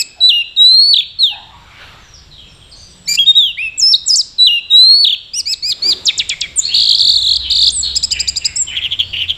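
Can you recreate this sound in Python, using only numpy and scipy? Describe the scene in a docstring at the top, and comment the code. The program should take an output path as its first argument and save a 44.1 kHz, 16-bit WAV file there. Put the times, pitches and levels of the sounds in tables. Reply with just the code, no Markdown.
"""First comes a loud, close whistle: a caged thrush singing in a walled yard. Its voice organ, the
syrinx, makes nearly pure gliding tones; its two sides can sound together and beat. Whistles and
doubled notes lead on to whips, trills, chips and buzzes, all echoing off the walls. Other birds call
from further off, over traffic rumble, passing motors and yard noise; a hiss swells in one pause.
A limiter holds down the loudest notes, which clip a little."""
import sys
import numpy as np
from scipy import signal
from scipy.io import wavfile
from scipy.ndimage import uniform_filter1d, minimum_filter1d

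SR = 44100
rng = np.random.default_rng(int(sys.argv[2]) if len(sys.argv) > 2 else 0)


def unload_audio(sound):
    """Save the sound as a 16-bit wav file, at the path given as the first command line argument."""
    columns = np.transpose(np.atleast_2d(sound))
    # keep every value between -1 and 1, then stretch to whole-number steps
    steps = np.round(np.clip(columns, -1, 1) * 32767)
    wavfile.write(sys.argv[1], SR, steps.astype(np.int16))


N = 413216
LEAD = 4000  # samples before time zero, so that early notes already echo

# Levels in the tables are relative: the functions add their own gains.
# tone colour of traffic rumble, yard noise and hiss: f/Hz, level/dB
RUMBLE_COLOUR = [(20, -3.5), (70, 2), (177, -7), (203, -21.5), (520, -60)]
YARD_COLOUR = [(120, -29.5), (200, -3.5), (2170, -15.5), (3760, -6.5), (4820, -19), (5560, -15.5),
               (6520, -28), (7250, -14), (9140, -34.5), (14000, -34.5)]
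HISS_COLOUR = [(500, -8.5), (1300, -0.5), (2800, -2.5), (4500, -8.5), (8000, -32)]
# how those three swell and fade: t/s, level/dB
RUMBLE_LEVEL = [(0, -54), (2.601, -43), (5, -54.5), (6.199, -44), (9.37, -40.5)]
YARD_LEVEL = [(0, -54), (1, -62), (1.6, -54.5), (3.2, -53), (3.3, -56.5), (5.701, -57), (5.87, -40),
              (6.202, -50)]
HISS_LEVEL = [(1.3, -61), (1.784, -42), (1.81, -36), (2.05, -46), (2.302, -63)]
# hum of passing motors, one list each: t/s, f/Hz, level/dB
MOTORS = [
    [(2.8, 179.2, -56), (3.2, 179.5, -44.5), (3.6, 183, -76)],
    [(6.4, 87.6, -67), (7.4, 62.9, -35.5), (8.5, 67, -39)],
    [(8.4, 62.35, -44), (8.888, 88.8, -46), (9.37, 85.7, -33)],
]
# low hoarse calls far away: t/s, length/s, f/Hz, level/dB
HOARSE_CALLS = [(0.157, 0.04, 691, -56.5), (1.299, 0.068, 831, -47.5), (1.494, 0.067, 1020, -56),
                (5.84, 0.035, 374, -49)]
# glides of other birds: t/s, length/s, first f/Hz, last f/Hz, level/dB, level change/dB
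OTHER_BIRDS = [(1.988, 0.15, 6290, 5560, -63.5, 4), (2.137, 0.057, 5730, 4300, -46, -11.5),
               (2.305, 0.17, 4260, 2400, -45.5, -22), (2.519, 0.56, 8520, 7770, -73, 9.5),
               (2.484, 0.044, 5630, 5270, -55, -1.5), (2.594, 0.038, 3536, 3090, -54.5, -3),
               (2.711, 0.027, 5350, 4020, -41.5, -6), (2.759, 0.17, 6280, 5720, -55, -3),
               (2.785, 0.14, 4550, 4980, -46.5, -16), (6.587, 0.073, 3290, 4506, -45, 20),
               (6.653, 0.1, 2403, 3450, -50.5, 21), (7.384, 0.08, 4440, 2913, -27, -9),
               (7.827, 0.052, 4490, 3146, -23, -9.5), (8.114, 0.058, 3035, 2240, -33.5, -9.5),
               (8.401, 0.084, 3020, 1963, -34.5, -19.5), (8.668, 0.073, 3270, 2003, -33.5, -12.5),
               (9.014, 0.101, 4340, 4650, -50, 0)]
# time for the wall echoes to fade by 60 dB, before stretching: f/Hz, length/s
WALL_DECAY = [(1000, 0.78), (5000, 0.6), (13000, 0.047)]
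# tone colour of the wall echoes: f/Hz, level/dB
ECHO_COLOUR = [(1500, 0.5), (4000, -6.5), (6000, -10.5), (7300, -2), (13000, -5)]
# first echoes from the roof and wall close by: delay/s, level/dB
NEAR_ECHOES = [(.0021, -17), (.0047, -20)]

# side tones of the voice, at whole and at half steps of its pitch: multiple, level/dB
WHOLE_TONES = [(2, -25), (3, -43.5), (4, -29.5)]
BETWEEN_TONES = [(.5, -4), (1.5, -3), (2.5, -20)]
# how throat and beak colour the side tones, usually and in trills: f/Hz, level/dB
BEAK_COLOUR = [(2000, -17), (4500, 2.5), (5800, -12), (7300, -6.5), (10500, -4.5), (14000, -5.5)]
TRILL_COLOUR = [(6000, -8), (7300, 10.5), (9500, -20), (10500, -21.5), (12200, -11.5), (14000, -38)]
# loudness of the voice by pitch, usually and in trills: f/Hz, level/dB
VOICE_LOUDNESS = [(2000, -17), (2800, -9), (3700, -0.5), (4450, -7.5), (5200, -2), (6200, -12),
                  (7200, -1.5), (8500, -18.5), (10000, -18.5)]
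TRILL_LOUDNESS = [(3100, -13.5), (3600, -8), (4500, -2), (5000, -10.5), (5700, -20)]
# named pitch shapes of whistles, before stretching: t/s within the note, f/Hz
PITCH_SHAPES = { "step": [(0, 4240), (.008, 3910), (.035, 3956), (.084, 3990), (.103, 2980), (.118, 2760),
                (.133, 2875), (.205, 2770), (.222, 2530)], "rise": [(0, 4150), (.012, 3743), (.18, 4148),
                (.33, 4483), (.369, 4380), (.379, 3570), (.39, 2766)], "slide": [(0, 4300), (.018, 4346),
                (.055, 3770), (.125, 2870), (.177, 2460)], "lift": [(0, 2675), (.017, 2760), (.027, 3305),
                (.062, 3290), (.095, 3190)], "peep": [(0, 3550), (.012, 3756), (.064, 3653)],
                "bow": [(0, 3632), (.018, 3888), (.11, 3250), (.178, 2630)], "low": [(0, 1894),
                (.017, 2309), (.059, 2704), (.119, 2548)], "swoop": [(0, 7400), (.016, 7973), (.042, 5630),
                (.057, 5080), (.135, 5470), (.151, 5196), (.163, 3750), (.174, 3737), (.179, 4550),
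                (.192, 3720)], "zigzag": [(0, 7500), (.016, 7950), (.033, 5770), (.05, 5030), (.077, 4950),
                (.081, 5400), (.089, 4360), (.098, 4740), (.103, 7700), (.112, 7350), (.118, 5980),
                (.147, 4660), (.16, 3410)], "seep": [(0, 9740), (.021, 8100), (.044, 7060), (.058, 6080)],
                "flick": [(0, 4900), (.007, 7360), (.015, 4700)], "thin": [(0, 8400), (.015, 8750),
                (.06, 7970), (.104, 7650), (.115, 6700)], "hook": [(0, 6840), (.024, 8170), (.04, 7650),
                (.088, 7270)], "pip": [(0, 5420), (.02, 5240)], }
# whistles: t/s, shape name, time stretch, effort/dB, attack/s, effort change/dB
WHISTLES = [(0.203, "step", 1.03, 0, 0.036, -6.5), (1.186, "slide", 0.96, 1.5, 0.052, -21.5),
            (3.172, "lift", 0.8, 3, 0.027, -12.5), (3.259, "peep", 0.94, 1.5, 0.058, -1),
            (3.35, "bow", 0.98, -0.5, 0.031, -13.5), (3.57, "low", 1.02, -7, 0.013, 0.5),
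            (3.776, "swoop", 1, -7, 0.018, 3.5), (4.06, "zigzag", 1, -4, 0.026, -1.5),
            (4.381, "step", 0.99, 0.5, 0.037, -7), (6.557, "seep", 0.91, 4, 0.02, -10.5),
            (7.716, "thin", 0.91, 2, 0.03, -10.5), (8.556, "hook", 0.92, -5.5, 0.019, -2),
            (0.561, "rise", 1.006, -0.5, 0.092, -0.5), (4.698, "rise", 0.932, 0.5, 0.088, -1),
            (7.699, "flick", 1.15, -11, .004, 0), (3.054, "pip", 1.4, -33.5, .008, 3),
            (8.564, "pip", 0.68, -11.5, 0.0086, 10.5)]
# falling notes that close each rising whistle: t/s, top f/Hz, effort/dB
DROP_NOTES = [(0.952, 4060, -6.5), (0.982, 3745, -5.5), (1.008, 3420, -17.5), (5.063, 3890, -6),
              (5.092, 3675, -7.5), (5.122, 3506, -6.5)]
# arched notes: t/s, length/s, share of length before the crest, first f/Hz, crest f/Hz, last f/Hz,
# level/dB, boost of the in-between tones/dB, roughness
DOUBLED_NOTES = [(-0.06, 0.088, 0.8, 4250, 5216, 3360, -15, 9.5, 1.1),
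                 (3.072, 0.095, 0.2, 3670, 4720, 4850, -14.5, 10, 1.5),
                 (5.333, 0.081, 0.61, 4590, 5860, 4110, -15, 0, .8),
                 (5.454, 0.092, 0.73, 4250, 5240, 3260, -14, 2, 1.1),
                 (5.623, .11, .63, 4210, 5020, 3166, -13, -1, 1.05),
                 (5.818, 0.12, 0.64, 4210, 4850, 3170, -9.5, -5.5, 0.46)]
# fast falls: t/s, length/s, top f/Hz, share of length at mid fall, steepness, effort/dB, attack/s
WHIP_NOTES = [(6.051, 0.064, 7430, .55, 1.7, -8.5, 0.016), (6.172, 0.058, 8200, .38, 2.3, -8, 0.022),
              (6.287, 0.058, 8800, .2, 3.6, -8.5, 0.014), (6.404, 0.063, 8300, .17, 3.6, -8.5, 0.013)]
# outline of each trill: t/s, top f/Hz, bottom f/Hz, level/dB
TRILL_OUTLINES = [
    [(6.712, 3170, 3150, -10), (6.738, 4660, 3300, -6), (6.75, 4690, 3664, -4), (6.82, 5110, 3080, -3.5),
     (6.94, 4650, 3060, -2), (6.97, 5790, 3275, -6.5), (6.992, 5910, 3220, -2), (7.01, 4850, 3333, -3.5),
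     (7.15, 4850, 3430, -4.5), (7.195, 4270, 3460, -4.5), (7.33, 4510, 3210, -2.5), (7.376, 5330, 3110, -4)],
    [(7.499, 4960, 3536, -9.5), (7.698, 5165, 3316, -4)],
]
# pace of both trills: t/s, strokes sung so far
TRILL_PACE = [(6.74, -.44), (6.75, 0), (6.857, 6), (6.99, 13), (7.164, 21), (7.224, 23), (7.363, 29),
              (7.512, 36), (7.7, 44.75)]
# shape of one chip: t/s within the note, f/Hz, level/dB
CHIP_SHAPE = [(0, 3530, -19), (.004, 3820, -6.5), (.009, 4590, -6.5), (.014, 4856, 1), (.019, 5120, -1.5),
              (.026, 4775, -2), (.032, 3850, -48)]
# the run of chips: t/s, level/dB
CHIP_NOTES = [(7.951, -9.5), (8.026, -11), (8.106, -9), (8.189, -11.5), (8.273, -9.5), (8.357, -11),
              (8.443, -10.5)]
# harsh chopped notes: start t/s, loudest t/s, end t/s, level/dB, f/Hz
BUZZ_NOTES = [(8.755, 8.773, 8.797, -10, 3270), (8.813, 8.851, 8.882, -11.5, 3155),
              (8.906, 8.927, 8.955, -10, 3340), (8.988, 8.998, 9.04, -8, 3336),
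              (9.128, 9.137, 9.172, -11, 2980), (9.16, 9.223, 9.26, -13, 2996),
              (9.28, 9.303, 9.328, -8, 3330)]


def gain_of(db):
    return 10 ** (np.asarray(db) / 20)


def unit_rms(x):
    return x / np.sqrt(np.mean(x ** 2) + 1e-20)


def look_up(table, hz):
    """The table's value at a pitch, blended between its rows."""
    f, value = np.transpose(table)
    return np.interp(np.log(hz + 1), np.log(f + 1), value)


def add(mix, start, sound):
    part = mix[round(start * SR) + LEAD:][:len(sound)]
    part += sound[:len(part)]


def curves(rows, smooth_s=.003):
    """Turn timed rows into one smooth curve for each column after the time."""
    times, *columns = np.transpose(rows)
    t = np.arange(times[0], times[-1], 1 / SR)
    size = round(smooth_s * SR) + 1
    return [uniform_filter1d(np.interp(t, times, c), size, mode="nearest") for c in columns]


def wander(n, hz):
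    """A smooth random wobble of typical size 1; hz sets how fast it moves."""
    size = round(SR / hz)
    return unit_rms(uniform_filter1d(uniform_filter1d(rng.standard_normal(n), size), size))


def noise_bed(colour, levels, low_hz, high_hz, patchy_db):
    """Noise with drifting louder patches; levels sets its strength between low_hz and high_hz."""
    frames, hz = N // 512 + 5, np.fft.rfftfreq(2048, 1 / SR)
    real, imag, patches = rng.standard_normal((frames, 1025, 3)).T
    patches = unit_rms(uniform_filter1d(uniform_filter1d(patches, 16, axis=0), 8, axis=1))
    shape = gain_of(look_up(colour, hz))
    band_share = np.sqrt(np.sum(shape[(hz > low_hz) & (hz < high_hz)] ** 2) / np.sum(shape ** 2))
    spectra = (real + 1j * imag) * shape[:, None] * gain_of(patchy_db * patches)
    noise = signal.istft(spectra, nperseg=2048, noverlap=1536)[1][:N]
    return unit_rms(noise) / band_share * gain_of(np.interp(np.arange(N) / SR, *np.transpose(levels)))


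def motors():
    """Each motor passing in the street hums one low, wavering tone."""
    out = np.zeros(N + LEAD)
    for rows in MOTORS:
        hz, db = curves(rows)
        tone = np.sin(2 * np.pi * np.cumsum(hz * (1 + .0094 * wander(len(hz), 21))) / SR)
        add(out, rows[0][0], np.sqrt(2) * gain_of(db) * tone * signal.windows.tukey(len(hz), .2))
    return out


def wall_echoes(sound, stretch):
    """Many small echoes bounce round the yard; the high pitches die first."""
    echoes = np.zeros(SR)
    slots = np.arange(130, SR - 20, 20)
    echoes[slots + rng.integers(0, 20, len(slots))] = rng.choice([-1., 1.], len(slots))
    hz, t, spectra = signal.stft(echoes, SR, nperseg=256)
    decay_s = stretch * look_up(WALL_DECAY, hz)[:, None]
    fade_db = look_up(ECHO_COLOUR, hz)[:, None] - 60 * t / decay_s
    tail = signal.istft(spectra * gain_of(fade_db), SR, nperseg=256)[1]
    return signal.fftconvolve(sound, tail / np.linalg.norm(tail))[:len(sound)]


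def hoarse_calls():
    """Far calls: a rough tone and its octave swell and fade."""
    out = np.zeros(N + LEAD)
    for start, length, hz, db in HOARSE_CALLS:
        n = round(length * SR)
        phase = 2 * np.pi * np.cumsum(hz * (1 + .085 * wander(n, 350))) / SR
        tone = np.sin(phase) + .29 * np.sin(2 * phase)
        add(out, start, gain_of(db) * tone * signal.windows.tukey(n, .4))
    return out


def breath(n, attack_s, release_s):
    """Loudness of one note in dB: it swells, holds and is cut off."""
    t = (np.arange(n) + 1) / SR
    return 20 * np.log10(np.minimum(t / attack_s, 1) ** .69 * np.minimum(t[::-1] / release_s, 1))


def syrinx(hz, db, side_tones, waver, rasp, flutter_db=.4, blur=0., beak=BEAK_COLOUR):
    """A bird's tone: waver shakes the pitch, rasp and flutter the level; blur makes side tones hiss."""
    n = len(hz)
    hz = hz * (1 + waver * wander(n, 350))
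    phase = 2 * np.pi * np.cumsum(hz) / SR
    sides = sum(gain_of(side_db + look_up(beak, k * hz)) * (k * hz < SR / 2.2) * np.sin(k * phase)
                * (1 + blur * k * wander(n, 2200)) for k, side_db in side_tones)
    soft_ends = signal.windows.tukey(n, min(.006 * SR / n, 1))
    shake = 1 + rasp * wander(n, 1500)
    loudness = np.sqrt(2) * gain_of(db + flutter_db * wander(n, 100))
    return loudness * (np.sin(phase) + sides) * shake * soft_ends


def other_birds():
    """Birds further off each whistle one rough glide."""
    out = np.zeros(N + LEAD)
    for start, length, first_hz, last_hz, level_db, change_db in OTHER_BIRDS:
        progress = np.arange(0, 1, 1 / (length * SR))
        hz = first_hz * (last_hz / first_hz) ** progress
        db = level_db + change_db * progress + breath(len(hz), .0061, .0044)
        add(out, start, syrinx(hz, db, [], waver=.0068, rasp=.39, flutter_db=3.5))
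    return out


def whistle(hz, effort_db, attack_s, change_db, release_s=.012, waver=.003, rasp=.004):
    """Loudness follows effort and pitch; quick slides roughen the voice and thin its overtones."""
    db = effort_db + np.linspace(0, change_db, len(hz)) + look_up(VOICE_LOUDNESS, hz)
    db += breath(len(hz), attack_s, release_s)
    slide_speed = uniform_filter1d(abs(np.gradient(np.log(hz))) * SR, size=400)
    sides = [(k, side_db - .1 * slide_speed) for k, side_db in WHOLE_TONES]
    return syrinx(hz, db, sides, waver=waver * (1 + .42 * slide_speed),
                  rasp=rasp + np.minimum(.002 * slide_speed, .3), flutter_db=.6)


def drop(top_hz, effort_db, length_s=.031):
    """A short hoarse note that tips over and falls."""
    progress = np.arange(0, 1, 1 / (length_s * SR))
    hz = top_hz * (1 - .32 * progress ** 1.9)
    return whistle(hz, effort_db, attack_s=.0056, change_db=-1.6, release_s=.0055, waver=.0052, rasp=.05)


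def doubled(length, crest, first_hz, crest_hz, last_hz, level_db, boost_db, rasp):
    """The pitch climbs and bends over; the voice grows and roughens as its two sides drift apart."""
    progress = np.arange(0, 1, 1 / (length * SR))
    before = np.maximum(1 - progress / crest, 0)  # 1 at the start, 0 at the crest
    after = np.maximum(progress - crest, 0) / (1 - crest)  # 0 at the crest, 1 at the end
    fall_hz = crest_hz - last_hz
    hz = crest_hz - (crest_hz - first_hz) * before ** 1.8 - fall_hz * after ** 2.1
    db = level_db - 4.5 * (1 - progress) + breath(len(hz), .013, .008)
    sides = [(k, side_db - 9 * before) for k, side_db in WHOLE_TONES]
    sides += [(k, side_db + boost_db - 12 * after - 9 * k * before) for k, side_db in BETWEEN_TONES]
    weak = syrinx(hz - fall_hz * after * (1 - after), db - 7, [], waver=.006, rasp=.2)
    strong = syrinx(hz, db, sides, waver=.004, rasp=rasp * (.09 + .4 * after ** 3),
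                    flutter_db=1.2, blur=.14 + .22 * after)
    return strong + np.minimum(3 * after, 1) * weak


def whip(length, top_hz, middle, steepness, effort_db, attack_s, floor_hz=2350, shelf_hz=3250):
    """The pitch lingers, then plunges; the second side trails and levels out higher, so the two beat."""
    progress = np.arange(0, 1, 1 / (length * SR))
    height = 1 / (1 + (progress / middle) ** steepness)
    low_hz = floor_hz * (top_hz / floor_hz) ** ((height - height[-1]) / (1 - height[-1]))
    low_hz *= 1 - .17 * progress ** 5  # a last sag
    high_hz = (low_hz ** 6 + shelf_hz ** 6.) ** (1 / 6)
    swell_db = effort_db + breath(len(progress), attack_s, .005)
    early_fade_db = np.clip(70 * (.44 - height), 0, 10) + 300 * np.maximum(progress - .68, 0)
    first, second = (syrinx(hz, swell_db + look_up(VOICE_LOUDNESS, hz) - fade_db, [(2, -30)],
                            waver=.011, rasp=.3, flutter_db=2.5, blur=.4)
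                     for hz, fade_db in ((low_hz, 2 * (1 - height)), (high_hz, early_fade_db)))
    lag = round(.003 * SR)
    return np.pad(first, (0, lag)) + np.pad(second, (lag, 0))


def trill(rows, contrast, climb_share=.44):
    """The pitch flicks up to a point and sags back; the voice thins at the bottom and the very top."""
    top_hz, bottom_hz, db = curves(rows)
    stroke = np.interp(rows[0][0] + np.arange(len(db)) / SR, *np.transpose(TRILL_PACE)) % 1
    height = np.interp(stroke, [0, 1 - climb_share, 1], [1, 0, 1])
    height = uniform_filter1d(height ** 1.35, size=round(.0042 * SR))
    hz = bottom_hz + (top_hz * (1 + .028 * wander(len(db), 70)) - bottom_hz) * height
    return syrinx(hz, db + contrast * look_up(TRILL_LOUDNESS, hz), [(2, -25), (3, -24)],
                  waver=.012, rasp=.1, flutter_db=2, blur=.22, beak=TRILL_COLOUR)


def chip(level_db):
    """A tiny arched note; no two reach quite the same pitch."""
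    hz, db = curves(CHIP_SHAPE, smooth_s=.00074)
    hz *= 1 + .025 * rng.uniform(-1, 1)
    sides = WHOLE_TONES + [(.5, -17), (1.5, 1), (2.5, -31)]
    return syrinx(hz, db + level_db, sides, waver=.007, rasp=.08, flutter_db=1.5, blur=.15)


def buzz(start, loudest, end, level_db, pitch_hz, strokes_per_s=160):
    """A sinking note chopped into fast, uneven strokes that each fall in pitch."""
    hz, db = curves([(start, 1.03 * pitch_hz, level_db - 12), (loudest, pitch_hz, level_db),
                     (end, .84 * pitch_hz, level_db - 13)])
    stroke = np.cumsum(strokes_per_s * (1 + .325 * wander(len(hz), 54.4))) / SR % 1
    hz *= 1 + .22 * uniform_filter1d(.5 - stroke, size=90)
    db -= 24 * abs(2 * stroke - 1) ** 5  # gaps between strokes
    return syrinx(hz, db, [(2, -25), (3, -44), (4, -37)], waver=.022, rasp=.25, flutter_db=2.2, blur=.25)


def thrush():
    """The near bird sings each of its notes at its own time."""
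    out = np.zeros(N + LEAD)
    for start, name, stretch, *voice in WHISTLES:
        hz, = curves(np.multiply(PITCH_SHAPES[name], (stretch, 1)), smooth_s=.004)
        add(out, start, whistle(hz, *voice))
    for sing, notes in ((chip, CHIP_NOTES), (drop, DROP_NOTES), (doubled, DOUBLED_NOTES),
                        (whip, WHIP_NOTES)):
        for start, *shape in notes:
            add(out, start, sing(*shape))
    for rows, contrast in zip(TRILL_OUTLINES, (1.15, .65)):
        add(out, rows[0][0], trill(rows, contrast))
    for row in BUZZ_NOTES:
        add(out, row[0], buzz(*row))
    return out


def scene():
    """The thrush and its echoes, over far voices heard mostly as echoes and the background noise."""
    near, far = thrush(), other_birds() + hoarse_calls()
    first_echoes = sum(gain_of(db) * np.roll(near, round(delay * SR)) for delay, db in NEAR_ECHOES)
    distant = gain_of(10.5) * (.5 * far + wall_echoes(far, stretch=.9))
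    song = near + first_echoes + gain_of(-15.5) * wall_echoes(near, stretch=.95)
    tones = (song + distant + motors())[LEAD:]
    yard = noise_bed(YARD_COLOUR, YARD_LEVEL, 300, 1600, patchy_db=1.5)
    rumble = noise_bed(RUMBLE_COLOUR, RUMBLE_LEVEL, 20, 200, patchy_db=1.2)
    hiss = noise_bed(HISS_COLOUR, HISS_LEVEL, 1000, 3800, patchy_db=2.5)
    return (tones + yard + rumble + hiss)[None]


def record(dry, ceiling=1.07, cutoff_hz=14200):
    """A fast limiter holds peaks just over full scale, where they clip; the top treble is then cut."""
    peak = -minimum_filter1d(-abs(dry), size=200) / ceiling
    limited = np.clip(dry / np.maximum(uniform_filter1d(peak, size=100), 1), -1, 1)
    low_pass = signal.firwin(511, cutoff_hz, window=("kaiser", 9), fs=SR)
    return np.clip(signal.oaconvolve(limited, low_pass[None], "same"), -1, 1)


dry = scene()
out = record(dry)
unload_audio(out)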